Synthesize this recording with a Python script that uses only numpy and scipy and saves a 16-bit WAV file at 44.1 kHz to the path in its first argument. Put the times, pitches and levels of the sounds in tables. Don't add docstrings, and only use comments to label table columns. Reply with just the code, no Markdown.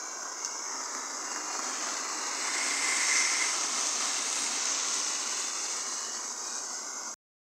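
import sys
import numpy as np
from scipy import signal
from scipy.fft import rfft, irfft, next_fast_len
from scipy.io import wavfile
from scipy.ndimage import uniform_filter1d

SR = 44100
rng = np.random.default_rng(int(sys.argv[2]) if len(sys.argv) > 2 else 0)


def int16_out(signal):
    q = np.round(np.clip(np.atleast_2d(signal).T, -1, 1) * 32767)
    wavfile.write(sys.argv[1], SR, q.astype(np.int16))


N = 326820
TIME = np.arange(N) / SR

# (f/Hz, level/dB)
BOARD_TONE = [(110, -34), (170, -25), (240, -8.5), (380, -6.5), (540, -8.5), (740, -5), (880, -4),
              (1020, 0), (1350, -1.5), (1750, -8.5), (2100, -7.5), (2500, -16), (4000, -27)]
RAIL_TONE = [(120, -52), (1500, -27), (2500, -14.5), (3300, -14), (4200, -10.5), (5200, -6.5), (5900, -3.5),
             (6350, 0.5), (7200, -5.5), (7800, -7), (8800, -13.5), (10000, -17.5), (12000, -20.5),
             (13500, -32.5), (15700, -31)]
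COACH_TONE = [(120, -34.5), (600, -26), (1700, -6.5), (2100, 4.5), (2450, -4), (2750, 2.5), (3150, -5),
              (4100, 1), (4700, -3), (8500, -7.5), (10000, -27), (15000, -22.5)]
ROOM_TONE = [(25, 14), (42, -9), (60, -14), (100, -12), (300, 7), (2000, -3), (15000, -5)]
GEAR_HISS_TONE = [(120, -55), (1200, -12), (1750, 2), (2700, -34.5), (4500, -2), (5500, 5), (6600, -11.5),
                  (7600, 7), (9000, -5), (9900, -14.5), (10700, -21), (12000, -8), (14000, -30.5)]
# (middle t/s, half length t/s, level/dB)
TREBLE_SWELLS = [(2.92, 0.16, 3), (4.385, 0.072, 4), (4.74, 0.11, -7), (4.95, .05, 1)]
# (start t/s, end t/s, f/Hz, width f/Hz, level/dB)
PANEL_HUMS = [(0.49, 3.4, 264, 6.2, -60), (0.88, 3.4, 306, 12, -57.5), (0.28, 7.3, 386, 16, -63),
              (3.55, 7.3, 230, 20, -61), (3.7, 5.15, 284.6, 8.4, -56), (0.51, 4.3, 965, 30, -56)]
# (t/s, relative rail level/dB,
# board level/dB)
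JOINT_HITS = [(0.4479, -20, -41.5), (0.459, -25.5, -45.5), (0.9492, -26, -33.5), (1.3169, -26.5, -36),
              (1.36, -32, -30), (1.552, -37, -30), (1.592, -25.5, -28), (3.869, -21.5, -43),
              (4.056, -29.5, -44.5), (4.327, -23, -43.5), (4.364, -27.5, -36), (4.655, -20.5, -41.5),
              (4.8839, -21, -40), (4.9402, -21, -43)]
# (middle t/s, half length t/s, level/dB)
FLANGE_RUBS = [(.66, .2, -41.5), (3.19, 0.14, -30.5), (3.55, .12, -39.5), (3.88, 0.1, -36),
               (4.688, 0.083, -35.5), (4.983, 0.12, -35.5)]
# (f/Hz, width f/Hz, relative level/dB)
FLANGE_NOTES = [(5500, 460, 0.5), (6050, 480, -2.7)]
SHELL_NOTES = [(1850, 190, -10), (2074, 90, 5.5)]
# (f/Hz, level/dB in a 1 Hz band)
NOISE_THRESHOLD = [(150, -79.5), (250, -84.5), (400, -85.5), (1700, -80.0), (3200, -79.5),
                   (4500, -78.0), (9800, -77.5), (11000, -76)]
# (f/Hz, level/dB)
PHONE_BASS = [(40, -1.5), (75, -15.5), (140, -0.5), (230, 0)]


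def amp(db):
    return 10 ** (np.asarray(db) / 20)


def unit(x):
    return x / np.sqrt(np.mean(x ** 2) + 1e-20)


def along(points, hz):
    f, v = np.transpose(points)
    return np.interp(np.log(hz + 1), np.log(f + 1), v)


def wobble(rate):
    values = rng.standard_normal(int(N * rate / SR) + 2)
    return np.interp(TIME * rate, np.arange(len(values)), values)


def swell(middle_s, half_s):
    return np.exp(-((TIME - middle_s) / half_s) ** 2 / 2)


def filtered(x, response):
    size = next_fast_len(N + SR // 2)
    return irfft(rfft(x, size) * response(np.fft.rfftfreq(size, 1 / SR)), size)[:N]


def ring(x, tone, size=4096):
    cepstrum = irfft(np.log(amp(along(tone, np.fft.rfftfreq(size, 1 / SR)))))
    cepstrum[1:size // 2] *= 2
    cepstrum[size // 2 + 1:] = 0
    one_tap = irfft(np.exp(rfft(cepstrum)))
    return signal.fftconvolve(x, one_tap / np.linalg.norm(one_tap))[:N]


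def resonate(x, notes):
    def response(f):
        peaks = sum(amp(db) * 1j * f * width / (hz * hz - f * f + 1j * f * width)
                    for hz, width, db in notes)
        return peaks * np.minimum(f / notes[0][0], 1) ** 2
    return filtered(x, response)


def passing(closest_s, reach_m, coming, going, speed_m_per_s=0.8):
    place_m = speed_m_per_s * (TIME - closest_s)
    return -10 * np.where(place_m < 0, coming, going) * np.log10(1 + (place_m / reach_m) ** 2)


def chatter(rate, spread_db, smooth_db):
    hits = (rng.random(N) < rate / SR) * rng.choice([-1, 1], N)
    sizes = amp(spread_db * np.clip(rng.standard_normal(N), -2, 2))
    return unit(unit(hits * sizes) + amp(smooth_db) * rng.standard_normal(N))


def drift(x, patchy_db, size=1024):
    hz, _, bands = signal.stft(x, SR, nperseg=size)
    sway = uniform_filter1d(rng.standard_normal(bands.shape), size=3, axis=0)
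    sway -= uniform_filter1d(sway, size=13, axis=0)
    sway = uniform_filter1d(uniform_filter1d(sway, size=40, axis=1), size=12, axis=1)
    depth_db = patchy_db * along([(300, 0), (1200, 1)], hz)[:, None]
    gain = unit(amp(depth_db * np.clip(unit(sway), -2, 2)))
    return signal.istft(bands * gain, nperseg=size)[1][:N]


def rolling():
    board_db = -38.47 + passing(closest_s=2.78, reach_m=1.84, coming=1.24, going=0.96)
    rail_db = -32.7 + passing(closest_s=4.215, reach_m=1.594, coming=0.92, going=1.2)
    coach_db = -39.8 + passing(closest_s=4.46, reach_m=0.71, coming=0.74, going=1.44)
    lift_db = 1.5 + passing(closest_s=3.54, reach_m=2.1, coming=0.75, going=0.051)
    lift_db += sum(db * swell(s, half_s) for s, half_s, db in TREBLE_SWELLS)
    jolt_db = 0.61 * wobble(25) + 0.6 * wobble(140)
    board = amp(board_db) * ring(chatter(rate=1200, spread_db=2, smooth_db=2), BOARD_TONE)
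    rails = amp(rail_db) * ring(chatter(rate=1400, spread_db=2, smooth_db=2.5), RAIL_TONE)
    coaches = amp(coach_db) * ring(chatter(rate=900, spread_db=3.5, smooth_db=-4), COACH_TONE)
    treble = filtered(rails + coaches, lambda hz: along([(6800, 0.099), (8600, 0.6)], hz))
    ride = board + rails + coaches + (amp(lift_db) - 1) * treble
    return drift(amp(jolt_db) * ride, patchy_db=1.83)


def room():
    return amp(-58) * unit(ring(rng.standard_normal(N), ROOM_TONE))


def panels(fade_s=0.3):
    hum = np.zeros(N)
    for start, end, hz, width, db in PANEL_HUMS:
        load = np.clip(np.minimum(TIME - start, end - TIME) / fade_s + 0.5, 0, 1)
        hum += amp(db) * load * unit(resonate(rng.standard_normal(N), [(hz, width, 0)]))
    return hum


def joints(crack_s=0.017, rattle_s=0.41, rattle_db=-15):
    blows = np.zeros((2, N + SR))
    t = np.arange(SR // 4) / SR
    fade = amp(-60 * t / crack_s) + amp(rattle_db - 60 * t / rattle_s)
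    for s, rail_db, board_db in JOINT_HITS:
        start = round(s * SR)
        burst = fade * rng.standard_normal(len(t))
        blows[:, start:start + len(t)] += amp([[rail_db], [board_db]]) * burst
    on_rail, on_board = blows[:, :N]
    return amp(-4) * ring(on_rail, RAIL_TONE) + ring(on_board, BOARD_TONE)


def flanges():
    pressure = sum(amp(db) * swell(s, half_s) for s, half_s, db in FLANGE_RUBS)
    rubbing = ring(chatter(rate=1400, spread_db=3, smooth_db=0), RAIL_TONE)
    return pressure * unit(resonate(rubbing, FLANGE_NOTES))


def engine(motor_hz=136, depth=0.22, start_s=2.26, end_s=3.57, rise_s=0.16, fall_s=0.09):
    rasp_db = -31.4 + passing(closest_s=3.1, reach_m=0.31, coming=1.4, going=1.0)
    hiss_db = -35 + passing(closest_s=3.0, reach_m=0.29, coming=1.0, going=1.1)
    in_earshot = np.clip(np.minimum((TIME - start_s) / rise_s, (end_s - TIME) / fall_s), 0, 1)
    turns = np.cumsum(motor_hz * (1 + 0.0687 * wobble(30))) / SR
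    scrape = (1 + depth * np.cos(2 * np.pi * turns)) * amp(1.5 * wobble(45))
    rasp = unit(resonate(scrape * chatter(rate=1500, spread_db=3, smooth_db=1.5), SHELL_NOTES))
    hiss = unit(ring(np.sqrt(np.abs(scrape)) * rng.standard_normal(N), GEAR_HISS_TONE))
    return in_earshot * (amp(rasp_db) * rasp + amp(hiss_db) * hiss)


def scene():
    return (rolling() + panels() + engine() + flanges() + joints() + room())[None]


def suppress(x, depth_db=12, memory_s=0.21, knee_db=0.4, size=512):
    hz, _, bands = signal.stft(x, SR, nperseg=size, scaling="psd")
    power = uniform_filter1d(2 * np.abs(bands) ** 2, round(memory_s * SR * 2 / size), axis=1)
    over_db = 10 * np.log10(np.abs(power) + 1e-20) - along(NOISE_THRESHOLD, hz)[:, None]
    too_weak = (1 - np.tanh(over_db / (2 * knee_db))) / 2
    shut = uniform_filter1d(too_weak, size=16, axis=1)
    return signal.istft(bands * amp(-depth_db * shut), SR, nperseg=size, scaling="psd")[1][:N]


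def record(dry, stop_s=7.142, top_hz=15720):
    sound = suppress(dry[0]) * (TIME < stop_s)
    return filtered(sound, lambda hz: amp(along(PHONE_BASS, hz)) * (hz < top_hz))[None]


dry = scene()
out = record(dry)
int16_out(out)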